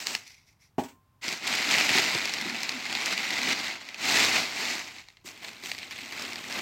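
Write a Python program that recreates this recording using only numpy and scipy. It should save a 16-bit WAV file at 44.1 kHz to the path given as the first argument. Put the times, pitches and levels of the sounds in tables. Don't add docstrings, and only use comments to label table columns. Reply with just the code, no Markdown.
import sys
import numpy as np
from scipy import signal
from scipy.fft import rfft, irfft, next_fast_len
from scipy.io import wavfile
from scipy.ndimage import uniform_filter1d, map_coordinates

SR = 44100
rng = np.random.default_rng(int(sys.argv[2]) if len(sys.argv) > 2 else 0)


def digitize_waveform(pressure):
    field = np.atleast_2d(pressure).T
    bounded = np.clip(field, -1, 1)
    quanta = np.round(bounded * 32767).astype(np.int16)
    wavfile.write(sys.argv[1], SR, quanta)


N = 291501

# surface, start_s, rise_s, hold_s, fade_t60_s, crinkle_db, flapping_rel_db, hiss_rel_db
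HAND_STROKES = [("strip", 0, 0.0013, 0.025, 0.21, -41, -8, -2),
                ("strip", 0.045, 0.018, 0.082, 0.18, -39, -5.5, -2.7),
                ("paper", 0.14, .01, .02, 0.44, -49.5, -8.5, -4),
                ("settling paper", 0.23, .035, 0.044, 0.48, -55, -19, -4.5),
                ("settling paper", 0.455, 0.026, .01, 0.23, -64, -20, -2),
                ("settling paper", 0.587, 0.032, .04, .15, -66, -15, -0.89),
                ("paper", 1.2117, 0.034, 0.091, 0.36, -36, -7.5, -6),
                ("paper", 3.79, 0.021, 0.18, 0.33, -47.5, -6, -9.5),
                ("paper", 3.968, 0.18, 0.091, 0.79, -24, -6.5, -6),
                ("paper", 4.29, 0.06, 0.026, 0.54, -27, -6, -7.5),
                ("paper", 4.473, .13, 0.13, 0.73, -33, -7, -6.5),
                ("paper", 4.92, 0.048, 0.032, 0.13, -48.5, -7.5, -7),
                ("carton", 5.24, 0.033, 0.0091, 0.18, -50, -3, 3.02),
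                ("carton", 5.41, 0.026, 0.046, 0.26, -48, -2.5, -5),
                ("carton", 5.615, 0.032, 0.056, 0.31, -46.5, -5.5, 0),
                ("carton", 5.77, 0.022, 0.042, .15, -47, -11, -14),
                ("carton", 5.9, 0.011, 0.1, .35, -47, -16, -10)]
# time_s, crinkle_db
PULL_EFFORT = [(1.41, -46), (1.48, -30), (1.65, -31), (1.73, -25), (1.88, -28), (2.0, -23.5), (2.01, -28),
               (2.35, -35.5), (2.82, -38.5), (3.13, -31), (3.15, -35), (3.43, -32), (3.53, -28),
               (3.54, -35), (3.69, -34.5), (3.78, -45)]
# time_s, crinkle_db
DRAG_EFFORT = [(5.27, -52.5), (5.56, -52.5), (5.87, -50), (6.08, -47), (6.2, -39), (6.35, -43.5),
               (6.46, -43.5), (6.59, -35)]
# time_s, level_db, treble_rel_db
LOUD_SNAPS = [(0.0693, -24.5, 3), (0.15, -17, -5.0), (0.2768, -42, 3.0), (1.2805, -21.5, -7.0),
              (1.2883, -25, -2), (1.3261, -26, -2), (1.4756, -23, 2), (1.5515, -21.5, -1.5),
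              (1.9034, -20, -8), (1.9927, -15.5, -11), (2.149, -21, -6.5), (2.2546, -23.0, -1),
              (2.3372, -23.5, 2.0), (2.4126, -30, 4.5), (2.4985, -26.5, -11), (2.6317, -23, -0.5),
              (2.6919, -20.0, -4), (2.9265, -22.5, -4.5), (2.9509, -20, -7.0), (3.0591, -20.5, -1.5),
              (3.108, -21, -13.5), (3.1764, -18.5, -7.5), (3.3061, -19, -12), (3.5238, -27, -6.5),
              (3.8878, -29, -10), (3.9438, -28, -8), (4.2294, -20, -7.0), (4.983, -33.5, -16),
              (5.0849, -38, -9), (5.1014, -46.5, -5), (5.1694, -43, -12), (5.2871, -37.5, -3.5),
              (5.4462, -31, -14.0), (5.4823, -31.5, -18), (5.6368, -34, -2.5), (5.6584, -27.5, -6.5),
              (5.6967, -33.0, -7.5), (5.7153, -21, -8.5), (5.748, -30, -13.0), (5.7806, -31.5, -12),
              (5.7863, -33, -0.5), (5.8298, -33, -13.5), (5.9092, -30.5, -4.5), (6.0583, -34, -7),
              (6.1231, -32, -1.5), (6.222, -31.5, 4.5), (6.3317, -31, -3.5), (6.357, -27.5, -9),
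              (6.5246, -27, -1)]
# time_s, level_db
BOX_BUMPS = [(1.276, -39.5), (1.322, -38.5), (1.763, -35), (1.903, -29), (1.948, -26.5), (1.989, -31),
             (2.147, -29.5), (2.453, -37.5), (3.476, -36), (5.243, -50), (5.632, -44.5)]
# start_s, rise_s, hold_s, level_db
BOX_RUBS = [(2.394, 0.039, 0.089, -43.5), (2.67, 0.031, 0.03, -44), (3.372, 0.048, 0.061, -40.5)]
# time_s, blow_db, slap_db
STRIP_LANDING = [(0.7827, -20.5, -44.5), (.7945, -27, -41.5), (0.837, -60, -44), (.886, -63.5, -51)]
# pitch_hz, rel_db, t60_s
LANDING_MODES = [(111, -15, 0.1), (188, -13, .08), (251, -1.5, 0.067), (284, 1.5, 0.11), (374, 4.5, 0.097),
                 (439, -11.5, 0.13), (530, -13.5, .07), (705, -9, 0.083), (823, -3, 0.084),
                 (940, -12, 0.18)]
# pitch_hz, t60_s
ROOM_DECAY = [(150, 0.29), (1000, 0.21), (4000, 0.097), (14000, 0.37)]

SHEET_FACE = [(29, -56.5), (50, -24), (125, -10.5), (245, -0.5), (321, -1.5), (356, -3), (414, -5),
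              (511, -8), (754, -0.5), (1110, -3.5), (1550, -1.5), (1670, -1.5), (1800, -10), (2340, -12),
              (3960, -120)]
PAPER_EDGE = [(710, -45), (1200, -15.5), (1680, -7.5), (2040, 0.5), (2620, -2.5), (3220, -8), (4260, -5),
              (7490, -11), (9820, -28), (11600, -23.5), (15200, -28), (16000, -22)]
SETTLING_PAPER_EDGE = [(710, -45), (1200, -15), (1730, -15), (2110, 0), (2590, -7), (2860, -16),
                       (5840, -3.5), (6370, -11.5), (9310, -22), (11900, -21), (16000, -27)]
STRIP_EDGE_SPECTRUM = [(710, -41), (1200, -7.5), (1470, -17), (1770, -5.5), (2830, -4.5), (3320, -9),
                       (4750, -5.5), (7820, -9), (9820, -26), (14700, -21.5), (16000, -23)]
CARTON_FACE_SPECTRUM = [(29, -61), (50, -44), (87, -8), (129, -12.5), (249, 0), (542, -9.5), (743, -5),
                        (1290, -7), (1800, -3.5), (2340, -20), (3960, -120)]
CARTON_EDGE_SPECTRUM = [(710, -35), (1200, -25), (1700, -9), (2060, 1), (2650, -1.5), (3080, -5),
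                        (4450, -5.5), (4960, -8.5), (7740, -12.5), (9930, -26.5), (15200, -21.5),
                        (16000, -32.5)]
SNAP_CRACK = [(1200, -9.5), (2100, 8), (3200, 0.5), (4400, 5), (7500, -10), (9800, -20), (11700, -20),
              (16000, -24.5)]
LANDING_PUSH = [(29, -65), (50, -26), (178, -15), (255, -2), (397, -5.5), (599, -8.5), (830, -2.5),
                (1130, -20), (1210, -27), (3000, -28), (3900, -73), (6600, -120)]
BACKGROUND_SPECTRUM = [(15, -37.5), (25, -6), (102, 7), (516, -16.5), (591, -14.5), (962, -10.5),
                       (1040, -10.5), (1130, -13.5), (1940, -20), (9070, -30.5), (14800, -27), (16000, -32)]
LANDING_SLAP = [(500, -7.5), (2500, -4.0), (4000, -10.5), (8000, -11), (10000, -25.0), (16000, -16.5)]
BOX_DRONE = [(140, -19), (210, -6), (248, 4.0), (300, -7.5), (400, -30)]
BOX_PANEL = [(70, -20.5), (115, -4), (175, 1.0), (245, -4.0), (300, 1), (370, 5.5), (470, -10), (900, -9)]
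HUM_SPECTRUM = [(55, -21), (80, -11.5), (94, 3.0), (110, -7.5), (150, -24.5)]

PULL_FLAP_DB, PULL_HISS_DB = -7, -8.5
DRAG_FLAP_DB, DRAG_HISS_DB = -3.5, -7
PULL_BRIGHTENS, DRAG_BRIGHTENS = 0.13, -0.064
GRAB_S, LET_GO_T60_S = 0.016, 0.21
STROKE_SLIDING, PULL_SLIDING, DRAG_SLIDING = 0.7, 0.55, 0.58
STROKE_SNAP_DB, PULL_SNAP_DB, DRAG_SNAP_DB = -4, 0.5, 2.5
LESSER_SNAPS_PER_S, LESSER_SPREAD_DB = 13, 0.5
SNAP_TREBLE_DB, SNAP_TREBLE_SPREAD_DB = -5, 5.5
SNAP_DOUBLING_DB = 12
RUB_FADE_T60_S = 0.42
TOP_HZ = 15950


def paper(moves):
    at, size_db = buckling(rate=850, spread_db=3, cluster_db=2.5)
    grip = unit(amp(0.42 * wobble(90)))
    folds = grains(at, size_db, t60=0.006, scatter_db=2.5)
    tips = grains(at, size_db, t60=0.005, scatter_db=3)
    creases = unit(folds + 0.49 * facets(at, size_db, t60=0.011, low_hz=1418, high_hz=5210))
    sheets = unit(grains(at, size_db, t60=0.015, scatter_db=0.5))
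    edges = unit(tips + 0.91 * facets(at, size_db, t60=0.0059, low_hz=4970, high_hz=14300))
    out = np.zeros(N)
    for (crinkle, flapping, hiss), sliding, _, face, edge in moves:
        def drive(crackle):
            rustle = grip * rng.standard_normal(N)
            return np.sqrt(1 - sliding) * crackle + np.sqrt(sliding) * rustle

        out += colour(crinkle * drive(creases), edge, low_hz=1480, high_hz=5070)
        out += colour(flapping * drive(sheets), face, high_hz=1670)
        out += colour(hiss * drive(edges), edge, low_hz=4940)
    return out


def buckling(rate, spread_db, cluster_db):
    chance = rng.random((int(rate * N / SR), 2))
    at = (chance[:, 0] * N).astype(int)
    size_db = spread_db * np.minimum(-np.log(1 - chance[:, 1]), 3.2)
    return at, size_db + cluster_db * wobble(55)[at]


def grains(at, size_db, t60, scatter_db):
    strength_db = size_db + scatter_db * rng.standard_normal(len(at))
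    energy = np.bincount(at, amp(strength_db) ** 2, N)
    t = np.arange(SR // 20) / SR
    shape = amp(-60 * t / t60) * (1 - np.exp(-t / 0.00028))
    power = np.abs(signal.oaconvolve(energy, shape ** 2)[:N])
    return even(np.sqrt(power) * rng.standard_normal(N))


def facets(at, size_db, t60, low_hz, high_hz):
    chance = rng.random((len(at), 2))
    hz = low_hz + (high_hz - low_hz) * chance[:, :1]
    life = t60 * (0.5 + chance[:, 1:])
    age = np.arange(SR // 100)
    decay = amp(size_db[:, None] - 60 * age / SR / life)
    ticks = decay * np.sin(2 * np.pi * hz * age / SR)
    return even(np.bincount((at[:, None] + age).ravel(), ticks.ravel(), N)[:N])


def even(crackle):
    return crackle / np.sqrt(np.abs(uniform_filter1d(crackle ** 2, SR // 14)) + 1e-9)


def movements():
    pull = haul(PULL_EFFORT, PULL_FLAP_DB, PULL_HISS_DB, PULL_BRIGHTENS)
    drag = haul(DRAG_EFFORT, DRAG_FLAP_DB, DRAG_HISS_DB, DRAG_BRIGHTENS)
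    return [(strokes("strip"), STROKE_SLIDING, STROKE_SNAP_DB, SHEET_FACE, STRIP_EDGE_SPECTRUM),
            (strokes("settling paper"), STROKE_SLIDING, STROKE_SNAP_DB, SHEET_FACE, SETTLING_PAPER_EDGE),
            (strokes("paper"), STROKE_SLIDING, STROKE_SNAP_DB, SHEET_FACE, PAPER_EDGE),
            (strokes("carton"), DRAG_SLIDING, DRAG_SNAP_DB, CARTON_FACE_SPECTRUM, CARTON_EDGE_SPECTRUM),
            (pull, PULL_SLIDING, PULL_SNAP_DB, SHEET_FACE, PAPER_EDGE),
            (drag, DRAG_SLIDING, DRAG_SNAP_DB, CARTON_FACE_SPECTRUM, CARTON_EDGE_SPECTRUM)]


def strokes(surface):
    power = np.zeros((3, N))
    for rubbed, start, rise, hold, fade_t60, db, flap_db, hiss_db in HAND_STROKES:
        if rubbed == surface:
            gains = amp([[db], [db + flap_db], [db + hiss_db]])
            power += gains ** 2 * swell(start, rise, hold, fade_t60) ** 2
    return np.sqrt(power)


def haul(effort, flap_db, hiss_db, brightens):
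    s, db = np.transpose(effort)
    level = np.interp(np.arange(N) / SR, s, db)
    tilt = brightens * (level - db.mean())
    held = swell(s[0] - GRAB_S, GRAB_S, s[-1] - s[0], LET_GO_T60_S)
    return held * amp([level, level + flap_db - tilt, level + hiss_db + tilt])


def swell(start, rise, hold, fade_t60):
    age = np.arange(N) / SR - start
    return np.clip(age / rise, 0, 1) * amp(-60 * np.maximum(age - rise - hold, 0) / fade_t60)


def snaps(moves):
    body, treble = np.zeros(N), np.zeros(N)
    for s, db, treble_db in list(LOUD_SNAPS) + lesser_snaps(moves):
        length = 2 ** ((SNAP_TREBLE_DB - treble_db) / SNAP_DOUBLING_DB)
        jolt = pop(t60=0.0059 * length, tail_db=-8, tail_t60=0.012 * length)
        add(body, s, amp(db) / np.sqrt(length) * jolt)
        add(treble, s, amp(db + treble_db) * pop(t60=0.0049, tail_db=-9, tail_t60=0.013))
    crack = colour(body, SNAP_CRACK, low_hz=1490, high_hz=5130)
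    crack += colour(treble, SNAP_CRACK, low_hz=5010)
    crack += amp(-13.5) * colour(body, SHEET_FACE, low_hz=480, high_hz=1590)
    add(crack, 0.0105, amp(-18.5) * crack)
    return crack


def lesser_snaps(moves):
    crinkle = np.linalg.norm([amp(snap_db) * gains[0] for gains, _, snap_db, *_ in moves], axis=0)
    at = rng.integers(N, size=int(LESSER_SNAPS_PER_S * N / SR))
    size, brightness = np.clip(rng.standard_normal((len(at), 2)).T, -2, 2)
    db = 20 * np.log10(crinkle[at] + 1e-9) + LESSER_SPREAD_DB * size
    treble_db = SNAP_TREBLE_DB + SNAP_TREBLE_SPREAD_DB * brightness
    return list(zip(at / SR, db, treble_db))


def pop(t60, tail_db, tail_t60):
    sound = np.zeros(SR // 20)
    add(sound, 0.0003, burst(t60, attack=0.00012))
    add(sound, 0.0008, amp(tail_db) * burst(tail_t60, attack=0.00085))
    return sound


def box():
    knocks = np.zeros(N)
    for s, db in BOX_BUMPS:
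        add(knocks, s, amp(db) * burst(t60=0.06, attack=0.0015))
    pressure = sum(amp(db) * swell(start, rise, hold, RUB_FADE_T60_S) for start, rise, hold, db in BOX_RUBS)
    rubbing = pressure * unit(amp(3.2 * wobble(30)) * rng.standard_normal(N))
    drone = colour(rubbing, BOX_DRONE, low_hz=121, high_hz=450)
    return colour(knocks, BOX_PANEL, low_hz=80, high_hz=1010) + drone


def landing():
    ring, push, slap = np.zeros((3, N))
    t = np.arange(SR) / SR
    for s, db, slap_db in STRIP_LANDING:
        modes = np.zeros(SR)
        for hz, level, t60 in LANDING_MODES:
            decay = amp(level + rng.normal(0, 1) - 60 * t / t60)
            modes += decay * np.sin(2 * np.pi * hz * t)
        add(ring, s, amp(db - 4.5) * modes * (1 - np.exp(-t / 0.00046)))
        add(push, s, amp(db) * burst(t60=0.051, attack=0.00044))
        add(slap, s - 0.002, amp(slap_db) * burst(t60=0.16, attack=0.00085))
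    pair = np.sin(2 * np.pi * 1049 * t) + 0.3 * np.sin(2 * np.pi * 1054.5 * t)
    add(ring, STRIP_LANDING[0][0], amp(-65 - 60 * t / 2.6) * pair)
    ring = signal.sosfilt(signal.butter(4, 85, "high", fs=SR, output="sos"), ring)
    return ring + colour(push, LANDING_PUSH, low_hz=80) + colour(slap, LANDING_SLAP, low_hz=300)


def room(x):
    wet, hop = np.zeros(N), SR // 3
    for start in range(0, N, hop):
        hz, age, z = signal.stft(rng.standard_normal(SR // 2), SR, nperseg=256)
        decay = amp(-60 * age / along(ROOM_DECAY, hz)[:, None])
        tail = signal.istft(z * decay, SR, nperseg=256)[1]
        reverb = signal.fftconvolve(x[start:start + hop], tail / np.linalg.norm(tail))
        add(wet, start / SR + 0.005, reverb)
    return wet


def background():
    return amp(-67.5) * colour(rng.standard_normal(N), BACKGROUND_SPECTRUM)


def hum():
    return amp(-74.5) * colour(rng.standard_normal(N), HUM_SPECTRUM, high_hz=158.7)


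def burst(t60, attack):
    t = np.arange(SR // 6) / SR
    shape = amp(-60 * t / t60) * (1 - np.exp(-t / attack))
    noise = unit(shape * rng.standard_normal(len(t)))
    return noise * np.sqrt(np.mean(shape ** 2)) / shape.max()


def colour(x, spectrum, low_hz=10, high_hz=20000, size=4096):
    hz = np.fft.rfftfreq(size, 1 / SR)
    edges = (1 + (low_hz / (hz + 1)) ** 12) * (1 + (hz / high_hz) ** 12)
    cepstrum = irfft(np.log(amp(along(spectrum, hz)) / np.sqrt(edges) + 1e-6))
    cepstrum[1:size // 2] *= 2
    cepstrum[size // 2 + 1:] = 0
    response = irfft(np.exp(rfft(cepstrum)))
    return signal.oaconvolve(x, response / np.linalg.norm(response))[:N]


def wobble(rate):
    knots = rng.standard_normal(int(N * rate / SR) + 4)
    return map_coordinates(knots, [np.arange(N) * rate / SR], order=1)


def along(points, hz):
    f, v = np.transpose(points)
    return np.interp(np.log(hz + 1), np.log(f), v)


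def add(track, s, sound):
    start = max(round(s * SR), 0)
    track[start:start + len(sound)] += sound[:max(len(track) - start, 0)]


def amp(db):
    return 10 ** (np.asarray(db) / 20)


def unit(x):
    return x / np.sqrt(np.mean(x ** 2) + 1e-20)


def scene():
    moves = movements()
    near = paper(moves) + snaps(moves) + box()
    thud = landing()
    reverb = room(amp(-14.0) * near + amp(-7.5) * thud)
    return (near + thud + reverb + background() + hum())[None]


def record(dry):
    size = next_fast_len(N + SR // 2)
    kept = np.fft.rfftfreq(size, 1 / SR) < TOP_HZ
    return irfft(rfft(dry, size) * kept, size)[:, :N]


dry = scene()
out = record(dry)
digitize_waveform(out)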